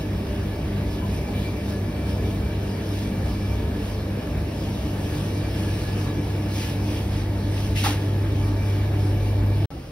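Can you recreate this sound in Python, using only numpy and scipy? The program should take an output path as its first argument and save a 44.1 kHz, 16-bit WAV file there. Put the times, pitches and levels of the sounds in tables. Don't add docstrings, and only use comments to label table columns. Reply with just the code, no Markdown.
import sys
import numpy as np
from scipy import signal
from scipy.fft import rfft, irfft, next_fast_len
from scipy.io import wavfile
from scipy.ndimage import uniform_filter1d, map_coordinates

SR = 44100
rng = np.random.default_rng(int(sys.argv[2]) if len(sys.argv) > 2 else 0)


def transcribe(signal):
    frames = np.atleast_2d(signal).T
    limited = np.clip(frames, -1, 1)
    pcm = np.round(limited * 32767).astype(np.int16)
    wavfile.write(sys.argv[1], SR, pcm)


N = 437031

# time_s, level_db
DRONE_LEVEL = [(0, -32.5), (3.4, -29), (4.5, -34.5), (5.5, -28), (6.8, -28), (7.9, -24), (9.4, -21.5)]
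# time_s, level_db
OVERTONE_LEVEL = [(0, -38), (4.2, -38.5), (5.2, -40), (7.5, -40), (8.6, -45), (9.6, -45.5)]
# time_s, lag_hz
COMPRESSOR_LAG = [(1.2, 3.3), (1.5, 2.9), (4.0, 2.9), (4.25, 3.35)]
# pitch_hz, width_hz, first_place_db, second_place_db, third_place_db
MACHINE_TONES = [(49.3, 2, -40, -41, -36), (138, 4, -53, -43, -42), (148.3, 3, -43, -40.5, -45),
                 (248.7, 2, -46, -53, -59), (296, 7, -43, -40.5, -39.5), (311, 12, -43, -40.5, -41),
                 (341, 1.5, -52, -45, -49), (393.5, 1.5, -47, -63, -46), (437, 1.5, -50, -49, -54),
                 (487, 8, -57, -50, -58), (538, 2, -56, -58, -59), (592, 5, -49, -51, -50),
                 (633, 7, -57, -54, -62), (656, 7, -56, -56, -55), (731, 0.8, -62, -53.8, -52.8),
                 (783, 4, -64, -61, -65), (850, 20, -61, -59, -58), (877, 0.4, -63, -53, -53.3),
                 (925, 2.2, -57, -58.5, -58), (1170, 35, -63, -66, -62), (1558, 6, -67, -69, -65),
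                 (1848, 6, -67, -62, -62.5), (2280, 35, -60, -61, -59), (2864, 5, -72, -63, -66)]
# time_s, standing_place (0 to 2, no unit)
WALK = [(0, 0.025), (4.0, 0.03), (5.6, 0.91), (7.0, 1.27), (8.5, 2)]
# time_s, level_db
LOW_VALVE_FLOW = [(0, -56.5), (1.05, -57), (1.24, -53), (1.45, -57.5), (2.0, -55), (2.55, -54.5),
                  (2.85, -58), (3.4, -54), (4.1, -56.5), (4.6, -62), (5.15, -54), (5.5, -52), (5.85, -48.5),
                  (6.3, -54), (6.7, -54.5), (7.0, -62), (7.4, -57), (8.3, -54.5), (8.9, -57), (9.6, -58)]
# time_s, level_db
HIGH_VALVE_FLOW = [(0.3, -64), (1.15, -62), (1.35, -53.5), (1.54, -51.5), (1.7, -59), (2.0, -55),
                   (2.45, -54.5), (2.7, -59), (3.3, -57), (3.5, -53), (3.8, -64), (4.8, -68), (5.35, -55),
                   (5.8, -56), (6.2, -60), (6.65, -56), (7.2, -67), (8.4, -62), (8.68, -52), (9.0, -61),
                   (9.4, -59), (9.54, -54), (9.62, -61)]
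# frequency_hz, relative_level_db (per Hz)
RUMBLE_COLOUR = [(20, -27), (36, -23), (45, -40), (54, -4), (68, 3.5), (90, -6.5), (120, -8.5), (170, -7),
                 (240, -9.5), (310, -14), (400, -14), (640, -19.5), (1000, -27.5), (2000, -54.5)]
# peak_s, level_db, length_s
LOW_NOISE_PEAKS = [(2.423, -25, 0.08), (3.582, -25, .12), (7.7, -22.5, 0.086)]
# frequency_hz, relative_level_db (per Hz)
LOW_PEAK_COLOUR = [(30, -37), (48, -15), (62, 5), (80, -10), (130, -24), (400, -60)]
# frequency_hz, relative_level_db (per Hz)
AIR_COLOUR = [(300, -25), (850, -4.5), (1150, 2), (1420, -1.5), (1650, 2), (1980, -1.5), (2550, -0.5),
              (3500, -4.5), (5300, -10.5), (7000, -18.5), (10500, -22), (12300, -9.5), (15500, -30)]
# fastest_s, level_db, length_s
SLEEVE_SWEEPS = [(0.933, -49, .12), (1.15, -46.5, 0.18), (1.414, -46, 0.21), (1.71, -44.5, 0.1),
                 (2.106, -46, .1), (2.28, -48, 0.2), (2.692, -49, 0.14), (2.97, -44.5, 0.33),
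                 (3.297, -47.5, 0.2), (3.58, -54, .14), (3.853, -46.5, 0.23), (4.78, -48, 0.77),
                 (5.157, -44, 0.44), (5.37, -48, 0.12), (5.627, -42.5, 0.37), (5.84, -43.5, 0.28),
                 (6.02, -44, 0.18), (6.3, -49, 0.37), (6.615, -36.5, 0.26), (6.924, -42, 0.25),
                 (7.16, -44, 0.17), (7.585, -42, 0.25), (8.017, -47.5, 0.17), (8.45, -48, 0.14),
                 (8.7, -48, 0.17), (9.055, -50.5, 0.22)]
# frequency_hz, relative_level_db (per Hz)
CLOTH_COLOUR = [(500, -2.5), (1400, -2), (2100, 1), (2700, 4.5), (3300, 3.5), (4200, 0), (5400, 2.5),
                (7000, -8.5), (10500, -5.5), (12300, -8.5), (15500, -12)]
# start_s, level_db, rise_s, length_s, lowest_hz
SOLE_STROKES = [(7.747, -29.5, 0.017, 0.13, 1830), (7.836, -25.5, 0.002, 0.095, 700),
                (7.855, -29, 0.003, 0.026, 600)]
# frequency_hz, relative_level_db (per Hz)
GRIT_COLOUR = [(500, 8.5), (1300, -2), (2000, -0.5), (2400, -1), (2850, 2), (4000, -3.5), (6000, -5.5),
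               (7500, -14), (11000, -10.5), (15500, -18)]
# peak_s, level_db, length_s, pitch_hz, width_hz
RUBBER_SQUEAKS = [(7.766, -34, 0.011, 2000, 110), (7.777, -34.5, 0.018, 2780, 200),
                  (7.864, -31, 0.016, 1220, 160)]
# start_s, level_db
SOLE_KNOCKS = [(7.8435, -27), (7.8615, -17.5), (7.898, -26.5)]
# pitch_hz, relative_level_db, t60_s
SHOE_MODES = [(282, -3, 0.13), (790, -2, 0.053), (860, 4, 0.05), (920, -7, 0.06), (1184, -6, 0.036),
              (1350, -4.5, 0.036), (1720, -11, 0.04)]
# frequency_hz, relative_level_db (per Hz)
AISLE_COLOUR = [(24, -27), (42, -2), (100, -3.5), (150, -5.5), (215, -17), (275, -10), (330, -12),
                (400, -17.5), (500, -15), (690, -23), (785, -25), (930, -31), (2500, -56), (6000, -56)]
# frequency_hz, relative_level_db (per Hz)
AISLE_HISS_COLOUR = [(400, -13), (1100, 2.5), (1800, -2), (2700, -0.5), (4000, -6), (5300, -3.5),
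                     (7000, -16), (11000, -13), (15500, -18)]
# peak_s, level_db, length_s, pitch_hz, width_hz
CLATTER_RINGS = [(1.043, -46, 0.058, 1016, 16), (1.288, -45, 0.06, 820, 25), (6.05, -47, 0.13, 1100, 150),
                 (8.48, -45, 0.063, 1170, 160), (9.72, -43.5, 0.02, 786, 30), (9.725, -49, 0.018, 1333, 25),
                 (9.76, -38.5, .025, 280, 36), (9.772, -47, 0.012, 750, 40), (9.8, -42, 0.032, 285, 40),
                 (9.845, -51, 0.014, 800, 35)]
# frequency_hz, likeness (0 to 1, no unit)
STEREO_LIKENESS = [(130, .999), (280, .975), (400, .88), (600, .45), (820, .42), (1500, .5), (3000, .53),
                   (4800, .42), (5500, .62), (7200, .88), (9000, .76), (12000, .76)]
# frequency_hz, lead_rad
PORT_LEAD = [(500, 0), (700, .3), (2000, .35), (2600, 1.6), (3300, 2.1), (4000, 1), (4500, 1.4), (5100, .6),
             (7100, 3.1), (10500, 6.2), (13400, 9.4), (15700, 12.2)]

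HUM_HZ = 100
IN_STEP_S = 4.12
CUT_S, RESUME_S, FADE_S = 9.658, 9.705, 0.002
TOP_HZ = 15750


def drone(beat_db=-42.0, beat_hz=2.88, beat_start_s=0.093):
    t = clock()
    phase = 2 * np.pi * HUM_HZ * t + 0.2 * wobble(3)
    slip = 2 * np.pi * beat_hz * (t - beat_start_s)
    hum = amp(curve(DRONE_LEVEL)) * np.sin(phase)
    compressor = amp(beat_db) * np.sin(phase - slip + 1.3 * wobble(2.0))
    return np.sqrt(2) * (hum + compressor)


def overtone(compressor_db=-4):
    lag = np.cumsum(curve(COMPRESSOR_LAG)) / SR
    lag = lag - np.interp(IN_STEP_S, clock(), lag)
    phase = 2 * np.pi * 2 * HUM_HZ * clock() + 0.2 * wobble(3)
    steady = np.sin(phase)
    compressor = amp(compressor_db + wobble(2.05)) * np.sin(phase - 2 * np.pi * lag)
    return np.sqrt(2) * amp(curve(OVERTONE_LEVEL)) * (steady + compressor)


def fans(pure_db=1.0, flutter_db=1.58):
    t, out = clock(), np.zeros((2, N))
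    for hz, width, *place_db in MACHINE_TONES:
        steady = np.exp(-(width / 2) ** 2)
        flutter = unit(wobble(3 * width) + 1j * wobble(3 * width))
        swing = amp(pure_db) * np.sqrt(steady) + amp(flutter_db) * np.sqrt(1 - steady) * flutter
        carrier = np.exp(2j * np.pi * (hz * t + rng.uniform()))
        tone = np.sqrt(2) * standing_wave(place_db) * swing * carrier
        apart = np.arccos(along(STEREO_LIKENESS, hz)) / 2 * rng.uniform(-1.1, 1)
        out += np.real(np.outer(np.exp([1j * apart, -1j * apart]), tone))
    return out


def standing_wave(place_db):
    return amp(np.interp(curve(WALK), np.arange(len(place_db)), place_db))


def whine():
    low = valve(LOW_VALVE_FLOW, hz=1714, sag_hz_per_s=2.6, width_hz=34, tonal=0.51, trim_db=1.5)
    high = valve(HIGH_VALVE_FLOW, hz=2338, sag_hz_per_s=0, width_hz=22, tonal=0.81, trim_db=3.0)
    return low + high


def valve(flow, hz, sag_hz_per_s, width_hz, tonal, trim_db, flicker_db=2.0, flicker_per_s=32):
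    t = clock()
    drift = np.cumsum(width_hz / 4 * wobble(15)) / SR
    phase = 2 * np.pi * (hz * t - sag_hz_per_s * t ** 2 / 2 + drift)
    core = unit(wobble(30) + 1j * wobble(30) + 1.5)
    fuzz = unit(np.array([wobble(3 * width_hz) + 1j * wobble(3 * width_hz) for port in range(2)]))
    blend = np.sqrt(tonal) * core + np.sqrt(1 - tonal) * fuzz
    whistle = np.real(blend * np.exp(1j * phase))
    flicker = amp(flicker_db * wobble(flicker_per_s))
    return amp(curve(flow) + trim_db) * unit(whistle * flicker)


def cabinets(rumble_db=-29.0, air_db=-44.5, surge_db=0.64, draught_db=0.4):
    rumble = amp(rumble_db + surge_db * wobble(5)) * rush(RUMBLE_COLOUR)
    low_peaks = sum(rise_and_fall(*row) for row in LOW_NOISE_PEAKS) * rush(LOW_PEAK_COLOUR)
    air = amp(air_db + draught_db * wobble(3.5)) * patchy(rush(AIR_COLOUR), depth_db=1.9)
    return rumble + low_peaks + air


def jacket(trim_db=1.0, rest_db=-49.0, grain_db=0.83, rasp_db=-8, rasp_hz=2650, rasp_width_hz=450):
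    rise_share = 0.43
    power = amp(rest_db + 1.2 * wobble(10)) ** 2
    for s, db, length in SLEEVE_SWEEPS:
        age = clock() - s
        width = length * np.where(age < 0, rise_share, 1 - rise_share)
        power = power + amp(db + trim_db) ** 2 * np.exp(-2 * (age / width) ** 2)
    rough = unit(amp(5.2 * wobble(150)) * band(rasp_hz, rasp_width_hz))
    rasp = amp(rasp_db) * np.sqrt(power / power.max()) * rough
    folds = patchy(rush(CLOTH_COLOUR), depth_db=1.8)
    return np.sqrt(power) * (unit(amp(grain_db * wobble(400))) * folds + rasp)


def scuff():
    return sole_slide() + sole_knocks()


def sole_slide(grain_db=-0.5, clump_db=0.6, room_db=-14, room_t60_s=0.66):
    slide = np.zeros((2, N))
    for s, db, rise, length, low_hz in SOLE_STROKES:
        age = np.maximum(clock() - s, 0)
        echo = amp(room_db - 60 * age / room_t60_s) ** 2
        power = np.exp(-2 * (age / length) ** 2) + echo
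        grit = noise(lambda hz: amp(along(GRIT_COLOUR, hz)) / np.sqrt(1 + (low_hz / (hz + 1)) ** 8))
        slide += np.sqrt(power) * (1 - np.exp(-age / rise)) * amp(db) * grit
    for s, db, length, hz, width in RUBBER_SQUEAKS:
        slide += rise_and_fall(s, db, length) * band(hz, width)
    slide *= unit(amp(clump_db * wobble(300)))
    return slide * unit(amp(grain_db * wobble(770)))


def sole_knocks(scatter_db=3.0, attack_s=0.0015):
    knocks = np.zeros((2, N))
    t = np.arange(SR // 4) / SR
    for s, db in SOLE_KNOCKS:
        start = round(s * SR)
        for hz, mode_db, t60 in SHOE_MODES:
            phase = rng.uniform(0, 2 * np.pi) + 0.5 * rng.standard_normal((2, 1))
            level_db = db + mode_db + scatter_db * rng.standard_normal()
            fade = amp(level_db - 60 * t / t60) * (1 - np.exp(-t / attack_s))
            knocks[:, start:start + len(t)] += fade * np.sin(2 * np.pi * hz * t + phase)
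    return knocks


def aisle(murk_db=-35, air_db=-49):
    return amp(murk_db) * rush(AISLE_COLOUR) + amp(air_db) * rush(AISLE_HISS_COLOUR)


def clatter():
    return sum(rise_and_fall(s, db, length) * band(hz, width) for s, db, length, hz, width in CLATTER_RINGS)


def amp(db):
    return 10 ** (np.asarray(db) / 20)


def unit(x):
    return x / np.sqrt(np.mean(np.abs(x) ** 2) + 1e-20)


def clock():
    return np.arange(N) / SR


def along(points, hz):
    f, v = np.transpose(points)
    return np.interp(np.log(hz + 1), np.log(f + 1), v)


def curve(rows):
    return np.interp(clock(), *np.transpose(rows))


def wobble(rate):
    return map_coordinates(rng.standard_normal(int(N * rate / SR) + 4), [clock() * rate])


def noise(gain):
    size = next_fast_len(N + 8192)
    hz = np.fft.rfftfreq(size, 1 / SR)
    turn = np.arccos(np.clip(along(STEREO_LIKENESS, hz), -1, 1)) / 2
    spectra = rfft(rng.standard_normal((2, size))) * gain(hz)
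    mid, side = irfft(spectra * [np.cos(turn), np.sin(turn)], size)[:, :N]
    return unit(np.array([mid + side, mid - side]))


def rush(colour):
    return noise(lambda hz: amp(along(colour, hz)))


def band(hz, width):
    return noise(lambda f: 1 / (1 + ((f - hz) / width) ** 2))


def rise_and_fall(s, db, length):
    return amp(db) * np.exp(-((clock() - s) / length) ** 2)


def patchy(x, depth_db):
    z = signal.stft(x, nperseg=512)[2]
    field = uniform_filter1d(rng.standard_normal(z.shape[1:]), size=8, axis=0)
    field = uniform_filter1d(field, size=12, axis=1)
    return unit(signal.istft(z * amp(depth_db * unit(field)), nperseg=512)[1][:, :N])


def scene():
    machines = drone() + overtone() + fans() + whine() + cabinets()
    freezers = machines + jacket() + scuff()
    before = np.clip((CUT_S - clock()) / FADE_S, 0, 1)
    after = clock() > RESUME_S
    return freezers * before + aisle() * after + clatter() * (before + after)


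def record(dry):
    size = next_fast_len(N + 8192)
    hz = np.fft.rfftfreq(size, 1 / SR)
    ports = np.exp(0.5j * np.outer([1, -1], along(PORT_LEAD, hz)))
    return irfft(rfft(dry, size) * ports * (hz < TOP_HZ), size)[:, :N]


dry = scene()
out = record(dry)
transcribe(out)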